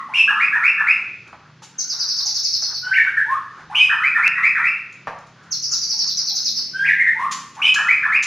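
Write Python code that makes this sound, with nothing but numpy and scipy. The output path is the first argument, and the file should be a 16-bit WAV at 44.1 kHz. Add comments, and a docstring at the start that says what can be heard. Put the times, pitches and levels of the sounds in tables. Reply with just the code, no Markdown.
"""In a bare, echoing room, a shama (a songbird) sings in a hanging cage, a few metres from a phone.
Its phrase: a sharp two-voiced call, swoops that dive and climb, a rattle of steep high chips, then a
falling run of whistles. Its voice box, the syrinx, has two sides that can each make a gliding tone.
Wings flick and the cage is knocked now and then, over a low murmur, an engine and a far-off bird."""
import sys
import numpy as np
from scipy import signal
from scipy.fft import rfft, irfft, next_fast_len
from scipy.io import wavfile
from scipy.ndimage import uniform_filter1d, minimum_filter1d, map_coordinates

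SR = 44100
rng = np.random.default_rng(int(sys.argv[2]) if len(sys.argv) > 2 else 0)


def int16_out(signal):
    """Quantize to a 16-bit WAV file."""
    q = np.round(np.clip(np.atleast_2d(signal).T, -1, 1) * 32767)
    wavfile.write(sys.argv[1], SR, q.astype(np.int16))


N = 364266
TOP_HZ = 14000  # the highest frequency the phone keeps

# How the throat boosts or softens each frequency (frequency [Hz], gain [dB])
THROAT = [(700, -13), (1150, -4.5), (1700, 1.5), (2700, 0), (3600, 0), (4500, -7.5), (5300, -1), (6200, 0),
          (7000, 0), (9000, 2), (10400, -1.5), (11300, 10), (12100, 22.5), (13000, -13)]
# The breathy hiss in the voice (frequency [Hz], level [dB])
RASP = [(400, -12.5), (1000, -10), (2500, 3.5), (3500, -1.5), (4300, -3), (5500, -8), (7000, -9),
        (9000, -6), (10500, -13.5), (12100, -34), (13200, -15)]
def syrinx(pitch, overtone_db, falloff_db, waver, rasp_db):
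    """The voice box makes a slightly unsteady tone with weak overtones and hiss, shaped by the throat."""
    n = len(pitch)
    phase = 2 * np.pi * np.cumsum(pitch * (1 + waver * wobble(n, 401.3))) / SR
    tone = amp(along(THROAT, pitch)) * np.sin(phase)
    for k in range(2, 6):  # overtones are whole multiples of the pitch
        gain = amp(overtone_db + falloff_db * (k - 2.5) + along(THROAT, k * pitch))
        tone += gain * (k * pitch < TOP_HZ) * np.sin(k * phase)
    return np.sqrt(2) * tone + amp(rasp_db) * coloured(noise(n, RASP), THROAT)


def sing(out, s, syllable, hz, db, easy_hz=2100, strained_hz=2650):
    """Sing a syllable, a small group of notes: each glides in pitch and flutters a little in level."""
    for delay, length, *ratios, waver, attack, release, note_db, overtone_db in syllable:
        u = np.linspace(0, 1, int(length * SR))
        glide = hz * contour(ratios, u)
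        rasp_db = np.interp(glide.mean(), [easy_hz, strained_hz], [-30.5, -31])
        note = syrinx(glide, overtone_db, falloff_db=-11, waver=waver, rasp_db=rasp_db)
        slack_db = 0.5 * np.log2(np.minimum(glide / hz, 1))  # weaker below the main pitch
        level_db = db + note_db + slack_db + 1.02 * wobble(len(u), 300)
        add(out, s + delay, in_room(amp(level_db) * note * swell(u, attack, release), direct_db=-6))


def voice(t, hz, start, shape):
    """One side of the syrinx: it comes in low at t = 0, slides up to its pitch and wavers there."""
    length, settle, waver, attack, release = shape
    pitch = hz * (1 - (1 - start) * np.exp(-(t / settle) ** 2))
    pitch *= 1 + waver * wobble(len(t), 502.5)
    return np.sin(2 * np.pi * np.cumsum(pitch) / SR) * swell(t / length, attack, release)


# A soft rising syllable, one row per note (delay [s], length [s], several pitches from start to end
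# [ratio], waver [share of pitch], fade-in and fade-out [share of length], level [dB], overtones [dB])
SCOOP = [(-0.049, 0.048, 0.88, .98, 1.35, 2.4, .06, .08, .5, -15, -30)]
# The call's two voices (length [s], slide time [s], waver [share], fade-in [share], fade-out [share])
YELP = (.07, .009, .016, .08, .45)
HELD = (0.076, .03, 0.014, 0.68, .3)
# The harsh extra tones the two voices make together (frequency [Hz], gain [dB])
CLASH = [(800, -41), (2000, -5.5), (3600, 16.5), (4400, 4.5), (5300, 6.5), (7000, 5.5), (9000, -12.5),
         (13000, -20)]
# Opening calls (time [s], held voice's time [s], yelp pitch [Hz], held pitch [Hz],
# held voice's starting pitch [ratio], yelp level [dB], held level [dB])
CALLS = [(0.135, 0.151, 2824, 2650, 0.85, -18.5, -16), (3.746, 3.771, 3015, 2548, .87, -18, -13),
         (7.615, 7.629, 3012, 2543, .86, -18.5, -13.5)]
def calls(out, scoop_hz=917):
    """A soft scoop, then a sharp yelp; the other side of the syrinx joins in lower and the two clash."""
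    t = np.arange(SR // 8) / SR
    for s, held_s, yelp_hz, held_hz, held_start, yelp_db, held_db in CALLS:
        sing(out, s, SCOOP, scoop_hz, held_db)
        yelp = amp(yelp_db - held_db) * voice(t, yelp_hz, start=0.74, shape=YELP)
        both = yelp + voice(t + s - held_s, held_hz, held_start, HELD)
        clash = coloured(amp(-27) * both ** 2 + amp(-18) * both ** 3, CLASH)
        loudness = np.abs(signal.hilbert(both))
        rasp = amp(-26) * coloured(noise(len(t), RASP), THROAT) * loudness
        flutter = amp(2 * wobble(len(t), rate=700))
        add(out, s, in_room(amp(held_db) * (both + clash + rasp) * flutter, direct_db=-4))


# The three syllables of a swoop, with the same columns as SCOOP
DIVE = [(-.016, .022, .6, .68, .78, .92, .04, .4, .3, -15, -46),
        (0, .02, .86, 1.0, 1.02, .95, .04, .15, .4, -1, -46),
        (.012, .03, .92, .8, .6, .42, .05, .25, .3, -4, -46),
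        (.018, .03, .92, 1.02, 1.02, .88, .04, .2, .6, -2, -46)]
TURN = [(-.052, .054, .3, .42, .52, .53, .66, .06, .45, .3, -5, -48)]
CLIMB = [(-.003, .076, 0.55, .83, .91, .965, .975, .91, 0.02, 0.12, 0.62, 0, -35)]
# Swoops (time [s], climb time [s], dive pitch [Hz], climb pitch [Hz], dive level [dB], climb level [dB])
SWOOPS = [(0.277, 0.398, 1665, 2644, -18.5, -19.5), (0.526, 0.632, 1729, 2747, -20, -16.5),
          (0.779, 0.868, 1688, 2730, -22, -17.5), (3.895, 4.032, 1705, 2616, -19.5, -20),
          (4.148, 4.224, 1824, 2782, -19, -19.5), (4.353, 4.427, 1881, 2609, -23.5, -17.5),
          (4.553, 4.634, 1866, 2700, -21.5, -20), (7.757, 7.881, 1700, 2584, -20.5, -17),
          (8.029, 8.118, 1693, 2660, -21.5, -18.5)]
def swoops(out):
    """The voice barks twice as it tumbles an octave, turns, then climbs fast and fades at the top."""
    for s, climb_s, dive_hz, climb_hz, dive_db, climb_db in SWOOPS:
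        sing(out, s, DIVE, dive_hz, dive_db)
        sing(out, climb_s, TURN, climb_hz, dive_db)
        sing(out, climb_s, CLIMB, climb_hz, climb_db)


# A chip's fall and its spring back up (pitches from start to end [ratio])
PLUNGE = [0.88, 0.97, .78, .70, 0.645, 0.53]
REBOUND = [1, 0.86, 0.91]
# Chips (time [s], top pitch [Hz], depth of fall [exponent], level [dB], extra weight on the low end [dB])
CHIPS = [(1.779, 6440, 1.3, -32, -46.5), (1.882, 6310, 0.97, -22.5, 5), (1.981, 6390, 0.96, -20, 10),
         (2.073, 6170, 0.96, -19.5, 1.5), (2.160, 6320, 1, -20.5, 10.5), (2.249, 6330, 1.1, -21.5, -10.5),
         (2.337, 6230, 1.05, -21, -7), (2.426, 6260, 0.92, -19, 6), (2.517, 6100, 0.99, -21, 2),
         (2.610, 6080, 0.94, -20.5, -0.5), (2.727, 6000, 0.95, -24, 1), (5.506, 6336, 1.15, -25, -22),
         (5.615, 6420, 0.98, -25.5, -13), (5.707, 6760, 1.27, -21.5, -18.5), (5.795, 6610, 0.95, -21.5, 20),
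         (5.885, 6305, 0.92, -20, 10), (5.974, 6260, 0.88, -18, 11), (6.061, 6315, 1.12, -21.5, -0.5),
         (6.159, 6290, 0.92, -21.5, 3.5), (6.256, 6110, 1.1, -21, -6.5), (6.347, 6050, 1, -22, -14),
         (6.440, 6056, 1.06, -20.5, -14), (6.553, 5960, 0.87, -22, -4)]
def rattle(out, chip_s=.052, rebound_s=.024, rebound_delay_s=.04):
    """Each chip hangs at its top for an instant, plunges almost an octave and springs back softly."""
    u = np.linspace(0, 1, int(chip_s * SR))
    v = np.linspace(0, 1, int(rebound_s * SR))
    for s, top_hz, depth, db, lean_db in CHIPS:
        plunge_hz = top_hz * contour(PLUNGE, u) ** depth
        chip = syrinx(plunge_hz, overtone_db=-34.5, falloff_db=7.5, waver=.016, rasp_db=-34.5)
        chip *= swell(u, rise=0.42, fall=0.59)
        level_db = db + lean_db * (u - .5) + 3 * wobble(len(u), rate=700)
        add(out, s, in_room(amp(level_db) * chip, direct_db=-8))
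        rebound_hz = top_hz * contour(REBOUND, v)
        rebound = syrinx(rebound_hz, overtone_db=-37.5, falloff_db=2, waver=.008, rasp_db=-41)
        rebound *= np.sin(np.pi * v)
        add(out, s + rebound_delay_s, in_room(amp(db - 8) * rebound, direct_db=-5.5))


# The syllables of a closing run, with the same columns as SCOOP
SLUR = [(0, .165, .92, .975, 1.0, 1.005, .99, .009, .33, .25, -3.5, -31)]
PEAK = [(0, 0.041, 0.81, 0.85, 1.18, 1.1, 0.035, 0.099, 0.42, -4.5, -46),
        (.031, .05, 1.07, 0.99, .84, .69, 0.044, 0.45, 0.24, 3.5, -34.5)]
HOOK = [(0.00043, 0.024, 0.68, 0.94, 1.05, 1.1, 0.042, 0.67, 0.31, 0.05, -40)]
CHUCK = [(0, 0.0304, 0.74, 1.01, 0.93, 0.9, 0.0265, 0.14, 0.28, 0, -48)]
LOW_WHISTLE = [(0, .05, .76, .84, .89, .94, .012, .4, .3, -13, -45),
               (.04, .09, .92, 1.0, 1.04, 1.17, 1.5, .022, .2, .5, -1.5, -42),
               (.05, .035, .64, .66, .67, .64, .05, .3, .5, -23, -45)]
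# The falling runs that close a phrase (time [s], syllable, pitch [Hz], level [dB])
RUNS = [(-.33, CHUCK, 2017, -13.5), (-.23, LOW_WHISTLE, 1060, -14.5), (2.814, SLUR, 1534, -22),
        (2.917, PEAK, 2292, -20), (3.060, HOOK, 1484, -19), (3.166, CHUCK, 1781, -18.5),
        (3.249, LOW_WHISTLE, 1070, -17.5), (6.723, SLUR, 1603, -20.5), (6.834, PEAK, 2274, -21),
        (6.992, CHUCK, 2105, -17), (7.064, HOOK, 1877, -15), (7.142, LOW_WHISTLE, 1044, -18)]
def runs(out):
    """A long, smooth note leaps to a peak; two short notes lead down to a low whistle."""
    for s, syllable, hz, db in RUNS:
        sing(out, s, syllable, hz, db)


# The bright hiss of a wing flick (frequency [Hz], level [dB])
FLICK_COLOUR = [(200, -74), (1000, -5), (3000, -0.5), (5000, -0.5), (7200, 6), (8200, -4.5), (12000, -15.5),
                (14000, -28)]
# Wing flicks (time [s], length [s], level [dB])
FLICKS = [(1.275, 0.0092, -57), (1.487, 0.016, -85), (1.618, 0.05, -48), (4.922, 0.015, -56),
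          (5.184, 0.01129, -56.5), (5.264, 0.017, -62), (5.425, 0.033, -64.5), (7.308, 0.038, -32),
          (7.544, 0.027, -54.5), (7.739, 0.0177, -29), (8.222, 0.033, -31.5)]
def wings(out):
    """Feathers brush the bars in short, bright bursts of noise."""
    for s, length, db in FLICKS:
        u = np.linspace(0, 1, int(length * SR))
        brush = noise(len(u), FLICK_COLOUR) * swell(u, rise=0.29, fall=0.48)
        add(out, s, in_room(amp(db) * brush, direct_db=0))


# The dull sound of the wood (frequency [Hz], level [dB])
KNOCK_COLOUR = [(50, -55), (130, -11), (280, -12), (450, -10), (620, -4), (850, 2), (1200, -2), (1800, -6),
                (2300, -13), (2900, -21), (4000, -29), (7000, -37), (12000, -66)]
# Knocks on the cage (time [s], level [dB])
KNOCKS = [(1.329, -37.5), (1.620, -44), (1.791, -46.5), (1.935, -42), (2.623, -42.5), (5.071, -24.5),
          (5.079, -27)]
def knocks(out, ring_s=.04):
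    """Dull blows on wood that die away quickly."""
    t = np.arange(SR // 10) / SR
    fade = amp(-60 * t / ring_s)
    for s, db in KNOCKS:
        add(out, s, in_room(amp(db) * noise(len(t), KNOCK_COLOUR) * fade, direct_db=-1.5))


# The sound of feet and feathers stirring (frequency [Hz], level [dB])
RUSTLE_COLOUR = [(300, -20.5), (700, -4.5), (1500, 8.5), (2800, -19.5), (4200, -23.5), (7000, -21),
                 (12000, -42.5)]
def rustles(out):
    """Faint, uneven scuffs as the bird shifts on its perch."""
    scuffs = coloured(rng.standard_normal(N), RUSTLE_COLOUR) * amp(7 * wobble(N, rate=15))
    add(out, 0, in_room(amp(-66.5) * unit(scuffs), direct_db=10.5))


# Faint notes of another bird (time [s], pitch [Hz], level [dB])
FAR_NOTES = [(1.839, 1480, -47), (2.201, 1067, -47), (2.251, 816, -44.5), (2.869, 886, -43.5),
             (5.713, 1340, -44.5), (5.931, 878, -47), (6.299, 800, -46)]
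def far_bird(out, length_s=0.021, slide=0.224):
    """A bird further off sings short rising notes that arrive mostly as echo."""
    u = np.linspace(0, 1, int(length_s * SR))
    for s, hz, db in FAR_NOTES:
        phase = 2 * np.pi * np.cumsum(hz * (1 + slide * (u - .5))) / SR
        add(out, s, in_room(amp(db) * np.sin(phase) * np.sin(np.pi * u), direct_db=-5.5))


# The house's constant murmur and its deeper rumble (frequency [Hz], level [dB])
MURMUR = [(25, -30), (50, -18), (75, -11.5), (130, -1), (200, -5), (350, -6.5), (700, -15.5), (1300, -19),
          (2000, -13), (4500, -18), (7200, -26), (9500, -44.5), (13000, -51.5)]
RUMBLE = [(25, -9.5), (60, -3), (95, -8), (170, -2), (400, -35), (1500, -87)]
def house(rumble_at_s=3.83, rumble_width_s=0.23):
    """The house murmurs with low, gently wavering noise; one brief rumble swells and fades."""
    murmur = amp(-56.5 + 1.7 * wobble(N, 5.8)) * unit(coloured(rng.standard_normal((2, N)), MURMUR))
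    bump = np.exp(-((np.arange(N) / SR - rumble_at_s) / rumble_width_s) ** 2)
    return murmur + amp(-61.5) * bump * unit(coloured(rng.standard_normal(N), RUMBLE))


# How fast the engine runs (time [s], firing rate [Hz])
ENGINE_SPEED = [(0, 46), (1.3, 30.3), (2.0, 36.6), (2.4, 23.5), (3.0, 29), (3.7, 30.3), (4.4, 36.3),
                (5.2, 32.04), (7.4, 40.9), (8.26, 35)]
# The tones in its drone (frequency [multiple of the firing rate], level [dB])
ENGINE_TONES = [(3, -8), (4, 0), (5, -1), (6, -5), (7, -13), (9, -20)]
def engine(db_per_octave=5):
    """An engine outside slows and picks up again, growing louder as it runs faster."""
    firing_hz = np.interp(np.arange(N) / SR, *np.transpose(ENGINE_SPEED))
    phase = 2 * np.pi * np.cumsum(firing_hz) / SR
    # on the way in through the walls, each tone fades and drifts by itself
    drone = sum(amp(db + 4 * wobble(N, 6)) * np.sin(k * phase + np.pi * wobble(N, 7))
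                for k, db in ENGINE_TONES)
    return amp(-62 + db_per_octave * np.log2(firing_hz / firing_hz.mean())) * drone


def tick(out, at_s=4.279, hz=4500, ring_s=.0004):
    """One tiny, sharp tick with no echo."""
    t = np.arange(SR // 1000) / SR
    add(out, at_s, amp(-9 - 60 * t / ring_s) * np.cos(2 * np.pi * hz * t))


# How long the room rings (frequency [Hz], time to fade by 60 dB [s])
ECHO_TIMES = [(150, 0.88), (900, 0.5775), (2400, 0.64), (5000, 0.57), (12000, 0.52)]
def in_room(x, direct_db, walls_db=-2, walls_fade_s=0.2, tail_db=2, gap_s=.004):
    """A sound arrives directly, then bounces off the near walls and leaves a long tail of echo."""
    hz, t, spectrum = signal.stft(rng.standard_normal((2, int(.7 * SR))), SR, nperseg=256)
    spectrum *= amp(-60 * t / along(ECHO_TIMES, hz)[:, None])
    tail = signal.istft(spectrum, SR, nperseg=256)[1]
    t = np.arange(tail.shape[1]) / SR
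    tail *= 1 - np.exp(-t / gap_s)
    walls = rng.standard_normal(tail.shape) ** 3 * amp(-60 * t / walls_fade_s) * (t > gap_s)
    norm = np.linalg.norm
    echoes = amp(tail_db) * tail / norm(tail[0]) + amp(walls_db) * walls / norm(walls[0])
    heard = signal.fftconvolve(x[None], echoes, axes=1)
    # each sound gets a new echo pattern, as when the bird turns its head; keep the strength steady
    heard *= norm(x) * norm(echoes.mean(0)) / norm(heard.mean(0))
    heard[:, :len(x)] += amp(direct_db) * x
    return heard


def amp(db):
    """Turn decibels into a number to multiply by."""
    return 10 ** (np.asarray(db) / 20)


def unit(x):
    """Scale a sound to an average strength (rms) of 1."""
    return x / np.sqrt(np.mean(x ** 2) + 1e-20)


def along(points, hz):
    """Read between (frequency [Hz], value) points, with octaves evenly spaced."""
    freqs, values = np.transpose(points)
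    return np.interp(np.log(hz + 1), np.log(freqs + 1), values)


def coloured(x, points):
    """Boost or soften parts of a sound by (frequency [Hz], gain [dB]) points."""
    n = x.shape[-1]
    padded = next_fast_len(n + 2048)
    gain = amp(along(points, np.fft.rfftfreq(padded, 1 / SR)))
    return irfft(rfft(x, padded) * gain, padded)[..., :n]


def noise(n, points):
    """n samples of coloured noise, a quarter of a second at most."""
    return unit(coloured(rng.standard_normal(SR // 4), points))[:n]


def wobble(n, rate):
    """A smooth curve through `rate` random values a second."""
    return map_coordinates(rng.standard_normal(512), [np.arange(n) * rate / SR], mode="wrap")


def swell(u, rise, fall):
    """Fade a note in and out as u goes from 0 to 1; rise and fall are shares of its length."""
    return np.sin(np.pi / 2 * np.clip(np.minimum(u / rise, (1 - u) / fall), 0, 1)) ** 2


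def contour(ratios, u):
    """Glide smoothly through pitch ratios, evenly spaced in time, as u goes from 0 to 1."""
    return np.polyval(np.polyfit(np.linspace(0, 1, len(ratios)), ratios, len(ratios) - 1), u)


def add(out, s, x):
    """Mix x into out at time s; anything before the start or past the end is lost."""
    i = round(s * SR)
    x, i = x[..., max(-i, 0):], max(i, 0)
    out[:, i:i + x.shape[-1]] += x[..., :max(N - i, 0)]


def scene():
    """The bird and its cage over the room's background."""
    out = house() + engine()
    for source in (tick, calls, swoops, rattle, runs, wings, rustles, knocks, far_bird):
        source(out)
    return out


# How much of the left-right difference the phone keeps (frequency [Hz], gain [dB])
STEREO_WIDTH = [(3000, -60), (3900, -14), (5000, -5), (9000, -6), (13000, -11)]
# How its microphone boosts or softens each frequency (frequency [Hz], gain [dB])
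MICROPHONE = [(6400, 6), (7300, 1), (7900, -10.5), (8700, 2), (12500, -3.5), (13600, -9)]
def record(dry, ceiling=.88):
    """The phone is stereo only in the treble, turns loud peaks down and cuts off the very top."""
    mid = (dry[0] + dry[1]) / 2
    side = coloured((dry[0] - dry[1]) / 2, STEREO_WIDTH)
    pair = coloured(np.array([mid + side, mid - side]), MICROPHONE)
    safe_gain = np.minimum(1, ceiling / (np.abs(pair).max(axis=0) + 1e-9))
    pair *= uniform_filter1d(minimum_filter1d(safe_gain, size=600), size=500)
    return irfft(rfft(pair) * (np.fft.rfftfreq(N, 1 / SR) < TOP_HZ), N)


dry = scene()
out = record(dry)
int16_out(out)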